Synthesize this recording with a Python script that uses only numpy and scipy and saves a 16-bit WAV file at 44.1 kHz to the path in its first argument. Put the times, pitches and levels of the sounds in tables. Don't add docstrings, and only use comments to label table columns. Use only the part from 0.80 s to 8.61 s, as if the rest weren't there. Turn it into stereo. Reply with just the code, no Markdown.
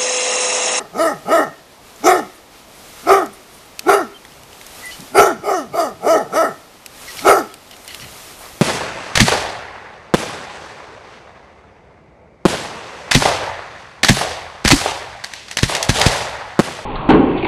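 import sys
import numpy as np
from scipy import signal
from scipy.fft import rfft, irfft, next_fast_len
from scipy.io import wavfile
from scipy.ndimage import uniform_filter1d, map_coordinates

SR = 44100
rng = np.random.default_rng(int(sys.argv[2]) if len(sys.argv) > 2 else 0)


def decibels_to_gain(level_db):
    exponent = np.asarray(level_db, float) / 20
    return 10 ** exponent


def inscribe(sig):
    pcm = np.round(np.clip(np.atleast_2d(sig).T, -1, 1) * 32767)
    wavfile.write(sys.argv[1], SR, pcm.astype(np.int16))


N = 344413


def unit(x):
    return x / np.sqrt(np.mean(x ** 2) + 1e-20)


def steady(x):
    return x / np.sqrt(np.abs(uniform_filter1d(x ** 2, size=2600)) + 1e-12)


def along(points, hz):
    f, value = np.transpose(points)
    return np.interp(np.log(hz + 1), np.log(f + 1), value)


def wobble(n, rate):
    knots = rng.standard_normal(int(n * rate / SR) + 4)
    coarse = map_coordinates(knots, [np.arange(n // 16 + 2) * 16 * rate / SR])
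    return np.interp(np.arange(n) / 16, np.arange(len(coarse)), coarse)


def filtered(x, response):
    m = next_fast_len(x.shape[-1] + 4096)
    spectrum = rfft(x, m) * response(np.fft.rfftfreq(m, 1 / SR))
    return irfft(spectrum, m)[..., :x.shape[-1]]


def resonance(centre_hz, width_hz):
    return lambda f: 1j * f * width_hz / (centre_hz ** 2 - f * f + 1j * f * width_hz)


# f/Hz, likeness [0-1]
LIKENESS = [(60, 0.73), (240, 0.91), (930, 0.96), (3650, 0.95), (14400, 0.024)]


def rush(spectrum):
    def shape(hz):
        turn = np.arccos(np.clip(along(LIKENESS, hz), -1, 1)) / 2
        return decibels_to_gain(along(spectrum, hz)) * [np.cos(turn), np.sin(turn)]

    mid, side = filtered(rng.standard_normal((2, N)), shape)
    return unit(np.array([mid + side, mid - side]))


def twigs(count):
    when, pitch, size = rng.random((count, 3)).T
    sample = np.arange(200)
    t = sample / SR
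    hz = 1900 * 4.5 ** pitch[:, None]
    level = decibels_to_gain(-4 * np.log(size + 1e-4))[:, None]
    grains = level * np.sin(2 * np.pi * hz * t) * np.exp(-t * hz / 5.9)
    place = (when * N).astype(int)[:, None] + sample
    return unit(np.bincount(place.ravel(), grains.ravel(), minlength=N)[:N])


# t/s, length/s, f/Hz, level/dB
SWISHES = [(1.546, 0.057, 10980, -50), (1.946, .08, 11000, -49), (2.528, 0.054, 11000, -43.5),
           (2.629, 0.033, 11000, -53), (2.723, 0.1, 11000, -48), (2.843, .05, 10000, -52),
           (3.42, 0.81, 117, -55), (4.055, 0.031, 9400, -35.5), (4.108, 0.079, 3970, -38),
           (4.187, 0.1, 198, -37.5), (4.39, 0.043, 60.2, -29), (4.57, 0.063, 130, -36),
           (4.86, 0.15, 129.9, -39), (5.12, 0.12, 117.2, -42), (6.217, 0.026, 8000, -42),
           (6.275, 0.08, 3940, -36.5), (6.378, 0.06, 4000, -31.5), (6.478, 0.03, 60, -29),
           (6.914, 0.056, 2740, -41), (7.08, 0.065, 2600, -33), (7.121, 0.071, 3200, -42),
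           (7.205, 0.045, 5000, -37), (7.217, 0.091, 2150, -36.5), (7.2, 0.17, 111, -40.5),
           (7.588, 0.066, 11000, -39.5), (7.603, 0.15, 800, -40)]
# f/Hz, width/Hz
STEEL = [(2000, 250), (2900, 300), (4300, 400), (5600, 450), (9500, 900)]


def swishes():
    out = np.zeros((2, N + SR))
    steel = lambda f: .3 + sum(1 / (1 + (2 * (f - c) / w) ** 2) for c, w in STEEL)
    for s, length, hz, db in SWISHES:
        u = np.arange(round(length * SR)) / (length * SR)
        noise = rng.standard_normal((2, len(u))) * decibels_to_gain(2.8 * wobble(len(u), 146))
        noise = noise[0] + hz / 20000 * np.array([noise[1], -noise[1]])
        octave = lambda f: np.exp(-(np.log2((f + 1) / hz) / 0.91) ** 2)
        puff = unit(filtered(noise, lambda f: octave(f) * steel(f)))
        swell = np.sin(np.pi * u ** .35)
        out[:, round(s * SR):][:, :len(u)] += decibels_to_gain(db) * swell * puff
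    return out[:, :N]


# f/Hz, level/dB per Hz
HUM = [(88, -56), (150, -13.5), (216, -6), (693, -5), (798, -5.5), (1030, -8), (1280, -17.5), (2500, -21),
       (3250, -43), (5500, -120)]
# f/Hz, level/dB per Hz
RUMBLE = [(10, -14), (25, -1), (60, 0), (150, -2.5), (260, -15), (500, -120)]
# f/Hz, level/dB per Hz
RUSTLE = [(710, -27), (1200, 2.5), (1530, -3), (2300, -2.5), (12500, -4.5), (14300, -9.5), (14800, -29)]
# t/s, level/dB
SWEEP = [(0, -46.5), (.45, -41.5), (.8, -45.5), (1.3, -40.5), (1.7, -44.5), (2.1, -40), (2.55, -42.5),
         (3.35, -44), (3.7, -42.5), (4, -37), (4.3, -40.5), (4.6, -44.5), (5.8, -42.5), (6.05, -44.5),
         (6.42, -32.5), (6.75, -43.5), (7.25, -38), (7.81, -39.5)]


def forest():
    rustle_db = np.interp(np.arange(N) / SR, *np.transpose(SWEEP))
    stir_db = rustle_db + 42
    hum = decibels_to_gain(-45.5 + 0.5 * stir_db + 0.22 * wobble(N, 2.3)) * rush(HUM)
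    rumble = decibels_to_gain(-53.5 + .7 * stir_db + 1.1 * wobble(N, 45)) * rush(RUMBLE)

    sweep = np.clip((rustle_db + 47.5) / 9, 0, 1)
    leaves = rush(RUSTLE)
    dull = signal.lfilter(*signal.butter(2, .3), leaves)
    leaves = dull + (0.47 + 0.48 * sweep) * (leaves - dull)
    flutter = decibels_to_gain(1.1 * wobble(N, 14))
    brush = decibels_to_gain(rustle_db) * (flutter * leaves + 0.24 * sweep ** 2 * twigs(count=4000))
    return hum + rumble + swishes() + brush


# t/s, peak level/dB, f/Hz, crack over peak level/dB
TICKS = [(2.4607, -23.5, 6700, -4), (2.9931, -12.5, 2570, -5), (3.451, -23, 1990, -15),
         (3.5207, -31, 3030, -20), (3.634, -34, 2900, -3), (3.7304, -28.5, 3030, -13),
         (3.8134, -24, 2170, -10), (3.866, -26, 6500, -5), (4.205, -26, 5350, -4), (6.062, -23, 2500, -2),
         (6.236, -28, 2530, -18), (6.371, -20, 2900, -12), (6.392, -16, 2200, -14),
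         (6.7067, -41, 3450, -11), (6.7406, -26, 5330, -1), (6.8967, -52, 3005, -3), (6.912, -24, 3090, -9),
         (6.9655, -34, 2300, -3), (7.0473, -26, 9200, -22), (7.078, -28.5, 2030, 4),
         (7.1465, -20.5, 2950, -3.5), (7.199, -23, 2880, -21)]
# t/s, length/s, f/Hz, glide/Hz, level/dB
SQUEAKS = [
    (3.338, 0.045, 3160, -73, -36),
    (4.019, 0.1, 1985, 5, -27.5),
    (4.103, 0.057, 3000, 3, -38),
    (6.27, 0.023, 2130, 0, -31),
    (6.275, 0.039, 1940, -5, -30.5),
    (6.698, 0.047, 3440, -250, -44),
    (7.617, .05, 2320, 0, -43),
]


def arm():
    out, t = np.zeros((2, N + SR)), np.arange(SR // 20) / SR
    for s, db, hz, top_db in TICKS:
        ring = np.sin(2 * np.pi * hz * t) + .6 * np.sin(2 * np.pi * 1.7 * hz * t)
        ring = ring * decibels_to_gain(-60 * t / .009)
        crack = rng.standard_normal((2, len(t))) * decibels_to_gain(-60 * t / 0.018)
        crack = filtered(crack, lambda f: 1 / (1 + (2000 / (f + 1)) ** 4) / (1 + (f / 12000) ** 2))
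        crack = crack[0] + np.array([0.28 * crack[1], -.4 * crack[1]])
        out[:, round(s * SR):][:, :len(t)] += decibels_to_gain(db - 1.5) * (ring + decibels_to_gain(top_db + 8.0) * crack)
    for s, length, hz, glide_hz, db in SQUEAKS:
        u = np.arange(round(length * SR)) / (length * SR)
        swing = 2 * np.pi * np.cumsum(hz + glide_hz * u) / SR + .7 * wobble(len(u), 130)
        swell = decibels_to_gain(db + 1.8 * wobble(len(u), 102)) * np.sin(np.pi * u)
        out[:, round(s * SR):][:, :len(u)] += swell * np.sin(swing)
    return out[:, :N]


# f/Hz, t60/s
TRUNKS = [(200, 0.62), (700, 0.39), (1300, 0.47), (4000, 0.82), (12000, 0.051)]


def trunks(x):
    hz, t, z = signal.stft(rng.standard_normal((2, SR // 2)), SR, nperseg=256)
    fade = decibels_to_gain(-60 * t / along(TRUNKS, hz)[:, None])
    tail = signal.istft(z * fade, SR, nperseg=256)[1]
    tail = tail[0] + np.array([0.051 * tail[1], -.12 * tail[1]])
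    late = np.pad(x, (700, 0))[None]
    return signal.fftconvolve(late, tail / np.linalg.norm(tail[0]), axes=1)


# f/Hz, width/Hz, level/dB
NASAL = [(2900, 210, 10.5), (3660, 850, 2), (4540, 400, 6.5), (4960, 150, 12), (5930, 1540, 7.5),
         (7210, 520, 5.5), (8340, 1100, 0), (9680, 1500, -2), (11320, 630, -7), (12600, 1600, -18)]
# f/Hz, level/dB per Hz
BREATH = [(1410, -32), (2400, -8.5), (4030, -10.5), (5800, -11), (9810, -5.5), (13800, 3), (14500, -42),
          (14800, -49)]


def breath(gate, buzz, whistle_hz):
    n = len(gate)
    air = (.9 + gate) * decibels_to_gain(1.5 * wobble(n, 70)) * rng.standard_normal(n) + 1.2 * buzz
    hz, t, z = signal.stft(air, SR, nperseg=512)
    shape = np.full(z.shape, .18)
    for centre_hz, width, db in NASAL + [(whistle_hz, 500, 4)]:
        drift = centre_hz * (1 + .015 * wobble(n, 9)[::256])
        swell = decibels_to_gain(db + 4 * wobble(n, 16)[::256])
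        shape[:, :len(drift)] += swell / (1 + (2.6 * (hz[:, None] - drift) / width) ** 4)
    colour = decibels_to_gain(along(BREATH, hz))[:, None]
    return unit(signal.istft(z * shape * colour, SR, nperseg=512)[1][:n])


# t/s, length/s, rasp left [0-1]
CLEAR = [(.2, .035, .1), (.265, .035, .18), (.52, .04, .06), (1.285, .02, .4), (2.29, .11, .4),
         (3.215, .04, .3), (4.745, .085, .1), (5.0, .07, .3), (5.283, .05, .07), (5.56, .055, .08)]


def rasp_at(t, rough):
    slide = .015
    for s, length, left in CLEAR:
        lock = np.clip(np.minimum(t - s + slide, s + length + slide - t) / slide, 0, 1)
        rough = rough + lock * (left - rough)
    return np.clip(rough, 0, .95)


def folds(phase, rasp):
    n = len(phase)
    shaky = phase + (0.057 + 1.066 * rasp) * wobble(n, 170)
    pulses = sum(np.cos(k * shaky) for k in range(2, 14)) * decibels_to_gain(3.9 * rasp * wobble(n, 107.6))
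    buzz = (1 - rasp) * sum(np.cos(k * shaky + k * k / 4) for k in range(8, 26)) / 5
    buzz = buzz * decibels_to_gain(0.97 * wobble(n, 44.0))
    gate = np.abs(np.cos(shaky / 2)) ** 3
    grit = unit(filtered(gate * rng.standard_normal(n), lambda f: f < 4200))
    source = np.sqrt(1 - rasp) * unit(pulses) + (.1 + .65 * rasp) * grit
    return source, buzz, gate


def bark(stretch, peak_db, top_hz, low_db, mouth_hz, whistle_hz, air_db, gape_db, palate_db, onset,
         push, breath_db, mouth_db, deepen_db, chest_db, cheek_db, teeth_db, rasp):
    s, effort_db, share = np.transpose(push)
    s = onset + stretch * s
    t = np.arange(s[0], s[-1], 1 / SR)
    n = len(t)
    over = lambda pair: np.interp(t, s[[0, -1]], pair)
    effort_db, share = np.interp(t, s, effort_db), np.interp(t, s, share)
    rasp = rasp_at(t, over(rasp))
    phase = 2 * np.pi * np.cumsum(top_hz * share) / SR
    source, buzz, gate = folds(phase, rasp)

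    ring = lambda hz, width: filtered(source, lambda f: resonance(hz, width)(f) ** 2)
    closing = np.clip((t - s[0]) / (s[-1] - s[0]) * 2.12 - .35, 0, 1)
    chest = decibels_to_gain(chest_db) * (ring(418, 111) - 0.24 * ring(568, 110))
    cheek = decibels_to_gain(cheek_db) * (0.047 + 6.3 * (closing - .5) ** 2) * ring(842, 93)
    throat = ring(674, 177.6) + chest - cheek
    upper = decibels_to_gain(palate_db) * closing * ring(1830, 178) - decibels_to_gain(teeth_db) * (1.1 - closing) * ring(2178, 282)
    mouth = steady(ring(mouth_hz, 134) + decibels_to_gain(-8.0) * ring(1178, 335))
    voice = steady(throat + upper) - decibels_to_gain(gape_db + over(mouth_db)) * mouth
    voice = decibels_to_gain(peak_db + effort_db) * voice

    clear_db = peak_db + .8 * effort_db + low_db + over((0, deepen_db)) + 3 * rasp * wobble(n, 60)
    clear = np.sqrt(2) * np.sin(phase + .45 * rasp * wobble(n, 90)) * decibels_to_gain(clear_db)
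    hiss_db = peak_db + 0.99 * effort_db + over(breath_db) + air_db
    hiss = decibels_to_gain(hiss_db) * breath(gate, buzz, whistle_hz)
    ribs = lambda f: np.exp(-(np.log2((f + 1) / 157) / 0.81) ** 2)
    thud = decibels_to_gain(peak_db - 36 + 0.19 * effort_db) * unit(filtered(rng.standard_normal(n), ribs))
    edge = np.minimum(1, np.minimum(t - s[0], s[-1] - t) / 0.011)
    return edge * (voice + clear + hiss + thud)


# t/s from the onset, effort level/dB, share of the top pitch
HARD = [(-.045, -50, .5), (-.014, -34, .64), (0, -14, .78), (.025, -2, .95), (.05, -0.5, 0.98),
        (.105, -10, 0.98), (.145, -14.5, .82), (.18, -28, .54), (.24, -57.5, .47)]
ROUND = [(-.055, -47, 0.46), (-.025, -30, 0.52), (0, -15.5, 0.55), (.04, -2, .9), (.07, -1.5, 1),
         (.12, -2.5, 0.92), (.16, -10.5, .8), (.2, -21.5, 0.43), (.27, -44.5, 0.45)]
TIRED = [(-.035, -45, .68), (0, -11.5, .9), (.03, -6.5, 1), (.065, -1, 0.96), (.1, -5.5, .92),
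         (.15, -10.5, .72), (.19, -22.5, .57), (.23, -30, .5)]
# its push, levels/dB over the voice, rasp [0-1]; pairs run from first to last moment
WAYS = {"hard": dict(push=HARD, breath_db=(-11.5, -16.5), mouth_db=(-5, -1.5),
        deepen_db=2, chest_db=2.5, cheek_db=-1.5, teeth_db=-11, rasp=(0.94, 0.37)),
        "round": dict(push=ROUND, breath_db=(-15.5, -18.5), mouth_db=(-7.5, -4.5),
        deepen_db=2, chest_db=1.5, cheek_db=-4.5, teeth_db=-19, rasp=(0.8, 0.75)),
        "tired": dict(push=TIRED, breath_db=(-12.5, -17), mouth_db=(-8.5, -1.5),
        deepen_db=7, chest_db=1, cheek_db=-13.5, teeth_db=-17.5, rasp=(0.79, .4))}
# onset t/s, stretch, peak level/dB, top f/Hz, fundamental over voice level/dB, way
BARKS = [(-.15, 1, -19, 345, -14, "round"), (.158, 1, -13, 340, -11, "round"),
         (.478, .98, -10, 340, -13, "round"), (1.244, 1.04, -7, 378, -6, "hard"),
         (2.27, 1.1, -8, 400, -6, "hard"), (3.07, 1, -9, 413, -3, "hard"),
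         (4.352, 1.05, -5, 415, -6, "hard"), (4.645, 1.02, -14, 415, -9, "tired"),
         (4.94, .9, -13, 350, -16, "tired"), (5.238, 1.03, -9, 335, -17, "round"),
         (5.526, .95, -12, 333, -15, "round"), (6.45, 1, -5, 405, -7, "hard")]
# mouth f/Hz, extra breath band f/Hz, breath level/dB, mouth level/dB, palate level/dB
TRACT = [(1260, 5200, -1, 0, -6), (1262, 5330, 0, 0.5, -4), (1266, 5300, -2, 1.5, -3),
         (1281, 5350, 0, -2.5, -6.5), (1260, 5230, -4, 1.5, -11), (1324, 3840, -1, 1.5, -6.5),
         (1337, 9050, -0.5, 0, -11.5), (1260, 5200, 0.5, 0, -12), (1232, 4700, -1.5, -0.5, -13),
         (1280, 5830, -3, -3.5, -13), (1299.3, 6000, -0.5, 2.5, -5.5), (1308, 4740, -1, 0.5, -12.5)]


def dog():
    out = np.zeros((2, N + 3 * SR))
    for (onset, *effort, way), tract in zip(BARKS, TRACT):
        call = bark(*effort, *tract, onset, **WAYS[way])
        first = onset + effort[0] * WAYS[way]["push"][0][0]
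        start = SR + round(first * SR)
        echo = decibels_to_gain(-20.0) * trunks(call)
        late = np.pad(call, (40, 0))[:len(call)]
        apart = filtered(late, lambda f: 1j * decibels_to_gain(-29) + decibels_to_gain(-5) / (1 + (7500 / (f + 1)) ** 4))
        out[:, start:start + len(call)] += [call + apart, call - apart]
        out[:, start:start + echo.shape[1]] += echo
    return out[:, SR:SR + N]


def scene():
    voice = dog()
    keep = np.exp(-1 / (.3 * SR))
    loud = signal.lfilter([1 - keep], [1, -keep], np.abs(voice[0]))
    return voice + (arm() + forest()) / (1 + 3 * loud)


def roll_off(x):
    return signal.sosfilt(signal.butter(12, 14950, fs=SR, output="sos"), x)


def record(dry):
    heard = filtered(dry, lambda f: f < 14500) * decibels_to_gain([[.2], [-.2]])
    flat = np.clip(heard / (1 + np.abs(heard / 1.03) ** 5) ** (1 / 5), -1, 1)
    return roll_off(flat)


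dry = scene()
out = record(dry)
inscribe(out)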